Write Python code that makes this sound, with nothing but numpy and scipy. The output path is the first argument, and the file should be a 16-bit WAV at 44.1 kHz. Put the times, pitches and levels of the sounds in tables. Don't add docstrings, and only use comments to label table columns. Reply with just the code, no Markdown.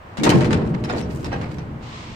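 import sys
import numpy as np
from scipy import signal
from scipy.fft import rfft, irfft
from scipy.io import wavfile
from scipy.ndimage import uniform_filter1d

SR = 44100
rng = np.random.default_rng(int(sys.argv[2]) if len(sys.argv) > 2 else 0)


def inscribe(sig):
    pcm = np.round(np.clip(np.atleast_2d(sig).T, -1, 1) * 32767)
    wavfile.write(sys.argv[1], SR, pcm.astype(np.int16))


def ratio_of_db(decibels):
    return 10 ** (np.asarray(decibels, float) / 20)


N = 94815

# freq_hz, density_db_per_hz
HUM_SPECTRUM = [(18, -44), (30, 3), (129, 4.5), (359, -8), (621, -3.5), (1240, -6.5), (2860, -19.5),
                (3550, -26), (9000, -42.5), (11700, -84), (19800, -120)]
# time_s, level_db, panel_share_db
SHUDDER = [(0.14, -63, -4), (0.21, -26.5, -2), (0.24, -21, 4.5), (0.36, -13.5, -3), (0.42, -18.5, 2),
           (0.51, -17, -8.5), (0.55, -17.5, -5), (0.72, -22.5, -11), (0.89, -30, -2), (0.96, -27.5, 2.5),
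           (1.2, -29, -9.5), (1.36, -30, -3.5), (1.61, -33, -10), (2.05, -41.5, -4.5), (2.12, -36, -15),
           (2.15, -49, 1)]
# freq_hz, width_hz, level_db
LEAF_MODES = [(70.3, 31, -7.5), (86.7, 42, -6.5), (118, 28.7, -4.5), (140.2, 9.5, 0.5), (171, 15.5, 0.5),
              (218.3, 13.5, 0)]
# freq_hz, width_hz, level_db
PANEL_MODES = [(251, 21, -4.5), (298.3, 11.8, 1.5), (342.1, 39.5, -2), (424.8, 17.2, -4), (487.6, 10, -2.5),
               (613, 21.6, -8), (756, 29, -16), (910, 68, -17.5)]
# freq_hz, density_db_per_hz
BOOM_SPECTRUM = [(15, -16), (25, -26), (124, 2), (212, -0.5), (441, -9), (486, -12), (701, -20),
                 (1050, -22), (2500, -39.5), (3250, -42), (5500, -120)]
# start_s, peak_db, tilt_db_per_octave, ring_t60_s, left_right_db
BLOWS = [(0.1707, -24, -0.2, 0.17, 0.5), (0.2338, -13.5, 2, 0.14, 6.5), (0.2654, -9, -5, 0.072, 0),
         (0.2925, -12, 3, 0.075, 0.5), (0.3494, -26, 0, 0.044, 7), (0.4071, -17.5, -1.7, 0.14, 0.5),
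         (0.4451, -21.5, -1.1, 0.12, 2.5), (0.507, -17.5, -2.5, 0.11, -3), (0.5288, -18.5, -2.5, 0.15, 3.5),
         (0.616, -27, -7, .05, 3.5), (0.6526, -42, 1.5, 0.24, 2.0), (0.6914, -50, 11, 0.087, 4),
         (0.7412, -27.5, -5.5, 0.069, -3.5)]
# start_s, peak_db, tilt_db_per_octave, ring_t60_s, left_right_db
RATTLES = [(0.839, -25.5, 0.7, 0.045, 1), (0.848, -28.5, -1.5, .05, 1), (0.8972, -24.5, -2, 0.078, -4),
           (0.9244, -25, -5, 0.24, 6), (1.005, -41.5, 2, 0.065, 22), (1.0241, -38, -2, 0.029, -10.5),
           (1.1002, -38.5, 1, 0.12, -5), (1.1593, -37, 10, 0.015, 3), (1.2294, -40.5, 0.5, .04, 7),
           (1.259, -33, -1, 0.031, 0), (1.3192, -28, -5.5, 0.035, -8), (1.3332, -25, -6.5, 0.072, -5),
           (1.4135, -30, -3, 0.068, -1), (1.2442, -27, 1, 0.092, -2.5), (1.278, -34, -9, 0.078, 5),
           (1.584, -31.5, -3.3, 0.19, -0.5)]
# freq_hz, density_db_per_hz
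CLACK_SPECTRUM = [(290, -19.5), (500, -6), (1280, -9.5), (2140, -10), (3590, -17), (4480, -17.5),
                  (9500, -28.5), (16000, -46.5)]
# freq_hz, width_hz, level_db
BAR_MODES = [(903, 70, 5), (1354, 34, -9), (1570, 47, -6), (1900, 50, -1.5), (2080, 84, -8), (2567, 53, 5),
             (3060, 160, 2), (3900, 160, 5), (4170, 120, 4), (4850, 140, 3), (5670, 120, -2),
             (7080, 150, -1.5)]
# start_s, pitch_hz, level_db, t60_s
RINGS = [(.234, 3600, -28.5, 0.13), (0.236, 6400, -28, 0.075), (.262, 950, -21.5, 0.15),
         (.29, 783, -28, 0.22), (0.528, 6800, -37, 0.041), (0.528, 6500, -32.5, 0.037),
         (.236, 2800, -30, 0.13), (.25, 1910, -30, 0.13), (.294, 3040, -28, 0.12), (.34, 660, -31, 0.13),
         (1.586, 5800, -47, 0.047), (0.2, 2300, -38, .1), (.898, 3700, -35, 0.055), (.898, 5100, -39, .06),
         (.925, 6900, -41, 0.043), (.845, 5200, -39, 0.059), (1.326, 1100, -44, .2), (1.33, 3940, -47, .05),
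         (.185, 215, -27, .3), (.345, 200, -19, .25), (.52, 170, -22, .3), (.325, 1050, -27, .2),
         (.27, 1320, -27, .1), (1.332, 1900, -40, .06), (1.262, 4900, -44, .05), (1.326, 5650, -42.5, .08),
         (.51, 1300, -38, 0.1), (.895, 730, -31, 0.16), (.894, 1190, -30.5, 0.1),
         (0.896, 1440, -31.5, 0.11), (.98, 4430, -34, 0.043), (1.024, 5650, -46, 0.11),
         (1.244, 5500, -42, 0.056), (1.25, 930, -32.5, 0.069), (1.326, 800, -31.5, 0.27),
         (1.326, 870, -35, 0.18), (1.326, 1630, -35, 0.17)]
# loudest_s, level_db, tilt_db_per_octave, rise_s, fall_t60_s
GRINDS = [(.31, -12, -6, .012, 0.26), (.901, -20, -3.5, .022, 0.078), (.985, -28, 2.5, 0.036, 0.062),
          (1.15, -44, 11, 0.07, 0.7), (1.331, -21.5, -5, .022, 0.17), (1.425, -27, -5, 0.03, 0.35),
          (1.53, -41, 2, 0.06, 0.4), (.96, -21.5, -11, .04, 0.08), (0.38, -35, 5, 0.015, .1),
          (1.4, -42, 1.5, .04, 0.59), (1.21, -46, 7, 0.023, .15), (.8, -50, 2, 0.034, 0.11),
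          (1.265, -35.5, -2, .012, .12), (.94, -33.5, -5.5, .02, .15)]
# time_s, level_db
SWISH = [
    (1.8, -71),
    (1.83, -51.5),
    (1.9, -48),
    (1.99, -45),
    (2.15, -49.5),
]
# freq_hz, density_db_per_hz
CLOTH_SPECTRUM = [(350, -21), (600, -29), (1010, 0), (1510, -14), (2050, -6), (4010, -11), (7820, -23),
                  (11000, -51), (14300, -81), (22000, -120)]
# freq_hz, correlation
LIKENESS = [(30, 0.95), (60, 0.96), (130, 0.98), (290, 0.87), (500, 0.51), (800, 0.19), (1410, -0.27),
            (3100, 0.095), (15000, -0.0067)]
# freq_hz, left_right_db
PORTS = [(60, -0.2), (380, 0.5), (950, 0.5), (5500, -2.5), (7500, 4), (9500, 5.5), (12000, 0.5), (15000, 1)]
# freq_hz, gain_db
CAPSULE = [(9000, -0.15), (9800, -5), (10500, -10), (11500, -2), (13500, 1.5), (16000, 2)]

HUM_DB = -40
BOOM_DB, LEAF_DB, PANEL_DB = -2, -3.5, -1
DEEP_HZ, DEEP_DB, DEEP_DB_PER_S = 112, -5, 7.5
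SETTLE_S, SETTLE_DB = 1.782, -2
CLACK_DB, TICK_DB = -7.5, 0
YARD_DB, YARD_T60_S = -4.5, 0.87
RISE_S, TICK_DECAY_S, CHATTER_S = 0.00075, 0.00073, 0.01
GRIT_PER_S, GRIT_DB = 2800, -1
CLUMPS_PER_S, CLUMP_DB = 200, 3.3
BUMP_HZ, BUMP_DB = 300, 1.2
BEAT_SHARE = 0.027
GRIND_PAN_DB = -1.5
SWISH_DB, FLICKER_DB = 5.5, 0.64
SELF_NOISE_DB, EDGE_HZ = -68.5, 15800
GATE_DB, GATE_HZ, GATE_FLOOR_DB, GATE_CHANCE_DB = -3, 9500, -60, 9
LEFT_RIGHT = np.array([[0.5], [-0.5]])


def evened(x):
    return x / np.sqrt(np.mean(x ** 2) + 1e-20)


def read(points, hz):
    f, value = np.transpose(points)
    return np.interp(np.log(hz + 1), np.log(f + 1), value)


def curve(table, axis):
    rows = np.array(table)
    return np.interp(np.arange(N) / SR, rows[:, 0], rows[:, axis])


def shaped(x, gain):
    size = x.shape[-1]
    return irfft(rfft(x) * gain(np.fft.rfftfreq(size, 1 / SR)), size)


def peaks(modes, hz, narrow):
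    power = 0
    for mode_hz, width_hz, db in modes:
        offset = 2 * (hz - mode_hz) / (width_hz * narrow)
        power = power + ratio_of_db(db) ** 2 / (1 + offset ** 2) ** 2
    return np.sqrt(power)


def wander(size, width):
    rough = uniform_filter1d(rng.standard_normal(size), max(round(width), 1))
    return evened(uniform_filter1d(rough, max(round(width / 2), 1)))


def noise(gain, size):
    def same(hz):
        return np.clip(read(LIKENESS, hz), -1, 1)

    left, other = rng.standard_normal((2, size))
    right = shaped(left, same) + shaped(other, lambda hz: np.sqrt(1 - same(hz) ** 2))
    return evened(shaped(np.array([left, right]), gain))


def placed(sounds):
    out = np.zeros((2, 2 * N))
    for start_s, sound in sounds:
        out[:, round(start_s * SR):][:, :sound.shape[1]] += sound
    return out[:, :N]


def traffic():
    swell_db = 0.8 * wander(N, 6000)
    return ratio_of_db(HUM_DB + swell_db) * noise(lambda hz: ratio_of_db(read(HUM_SPECTRUM, hz)), N)


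def leaf():
    t = np.arange(N) / SR
    level_db = curve(SHUDDER, axis=1) - 60 * (t < SHUDDER[0][0])
    level_db = level_db + SETTLE_DB * np.clip((t - SETTLE_S) * 100, 0, 1)
    low = ratio_of_db(LEAF_DB) * noise(lambda hz: peaks(LEAF_MODES, hz, 1.0), N)
    low = low + ratio_of_db(BOOM_DB) * noise(lambda hz: ratio_of_db(read(BOOM_SPECTRUM, hz)), N)
    deep = shaped(low, lambda hz: 1 / (1 + (hz / DEEP_HZ) ** 6))
    low = low + deep * (ratio_of_db(DEEP_DB + DEEP_DB_PER_S * t) - 1)
    panel_db = PANEL_DB + curve(SHUDDER, axis=2)
    panels = ratio_of_db(panel_db) * noise(lambda hz: peaks(PANEL_MODES, hz, 1.0), N)
    return ratio_of_db(level_db) * (low + panels)


def clack(db, tilt_db, t60_s, pan_db, rise_s):
    size = 12288
    t = np.arange(size) / SR - rise_s
    after = np.maximum(t, 0)
    bumps_db = BUMP_DB * wander(size // 2 + 1, BUMP_HZ * size / SR)

    def colour(hz):
        tilted_db = read(CLACK_SPECTRUM, hz) + tilt_db * np.log2((hz + 300) / 4000)
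        return ratio_of_db(tilted_db + bumps_db) * np.hypot(1, peaks(BAR_MODES, hz, 0.5))

    hiss = noise(colour, size)
    grit_db = GRIT_DB * wander(size, SR / GRIT_PER_S)
    clump_db = CLUMP_DB * wander(size, SR / CLUMPS_PER_S)
    grit = evened(ratio_of_db(grit_db + clump_db))
    hold_s = min(CHATTER_S, t60_s / 6)
    fall = ratio_of_db(-60 * np.maximum(t - hold_s, 0) / max(t60_s, 0.01))
    tick = ratio_of_db(TICK_DB) * (rise_s <= RISE_S) * np.exp(-after / TICK_DECAY_S)
    far = shaped(hiss[:, ::-1], lambda hz: 1 / (1 + hz / 5000))
    yard = far * ratio_of_db(YARD_DB - 60 * after / YARD_T60_S) * (1 - t / t[-1])
    onset = np.minimum(t / rise_s + 1, 1) ** 0.87
    return (hiss * (grit * fall + tick) + yard) * onset * ratio_of_db(db + CLACK_DB + LEFT_RIGHT * pan_db)


def blows_and_rattles():
    return placed([(start_s, clack(*row, RISE_S)) for start_s, *row in BLOWS + RATTLES])


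def bar(pitch_hz, db, t60_s):
    t = np.arange(8192) / SR
    phase = 2 * np.pi * rng.random((2, 4, 1))
    mode_hz = pitch_hz * (1 + BEAT_SHARE * rng.uniform(-1, 1, (4, 1)))
    cluster = np.sin(2 * np.pi * mode_hz * t + phase).sum(axis=1)
    return cluster * ratio_of_db(db - 60 * t / t60_s) * np.minimum(t / 0.0022, 1)


def ringing_bars():
    return placed([(start_s, bar(*row)) for start_s, *row in RINGS])


def bolt_grinds():
    sounds = []
    for loudest_s, db, tilt_db, rise_s, t60_s in GRINDS:
        sound = clack(db, tilt_db, t60_s, GRIND_PAN_DB, max(rise_s, 2 * RISE_S))
        sounds.append((loudest_s - rise_s, sound))
    return placed(sounds)


def sleeve():
    flicker = evened(uniform_filter1d(rng.standard_normal(N), 300))
    on = np.arange(N) / SR > SWISH[0][0]
    level_db = curve(SWISH, axis=1) + SWISH_DB + FLICKER_DB * flicker
    return on * ratio_of_db(level_db) * noise(lambda hz: ratio_of_db(read(CLOTH_SPECTRUM, hz)), N)


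def scene():
    return traffic() + leaf() + blows_and_rattles() + ringing_bars() + bolt_grinds() + sleeve()


def gated(x):
    hz, _, z = signal.stft(x, SR, nperseg=2048, noverlap=1536)
    power = abs(uniform_filter1d(abs(z) ** 2, size=8, axis=1))
    band_db = 10 * np.log10(power + 1e-20).mean(axis=0)
    cells = rng.standard_normal((len(hz) // 8 + 1, z.shape[2] // 4 + 1))
    chance = np.kron(cells, np.ones((8, 4)))[:len(hz), :z.shape[2]]
    usual_db = np.median(band_db[(hz > GATE_HZ) & (hz < EDGE_HZ)], axis=0)
    under_db = usual_db + GATE_DB + GATE_CHANCE_DB * chance - band_db
    shut = (under_db > 0) * (hz > GATE_HZ)[:, None]
    return signal.istft(z * ratio_of_db(GATE_FLOOR_DB * shut), SR, nperseg=2048, noverlap=1536)[1][:, :N]


def top_cut(x):
    return signal.sosfilt(signal.butter(12, 15800, fs=SR, output="sos"), x)


def record(dry):
    live = dry + ratio_of_db(SELF_NOISE_DB) * rng.standard_normal(dry.shape)
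    ports = shaped(live, lambda hz: ratio_of_db(read(CAPSULE, hz) + LEFT_RIGHT * read(PORTS, hz)))
    rounded = 0.93 * np.tanh(ports / 0.89)
    edged = shaped(rounded, lambda hz: hz < EDGE_HZ)
    return top_cut(gated(edged))


dry = scene()
out = record(dry)
inscribe(out)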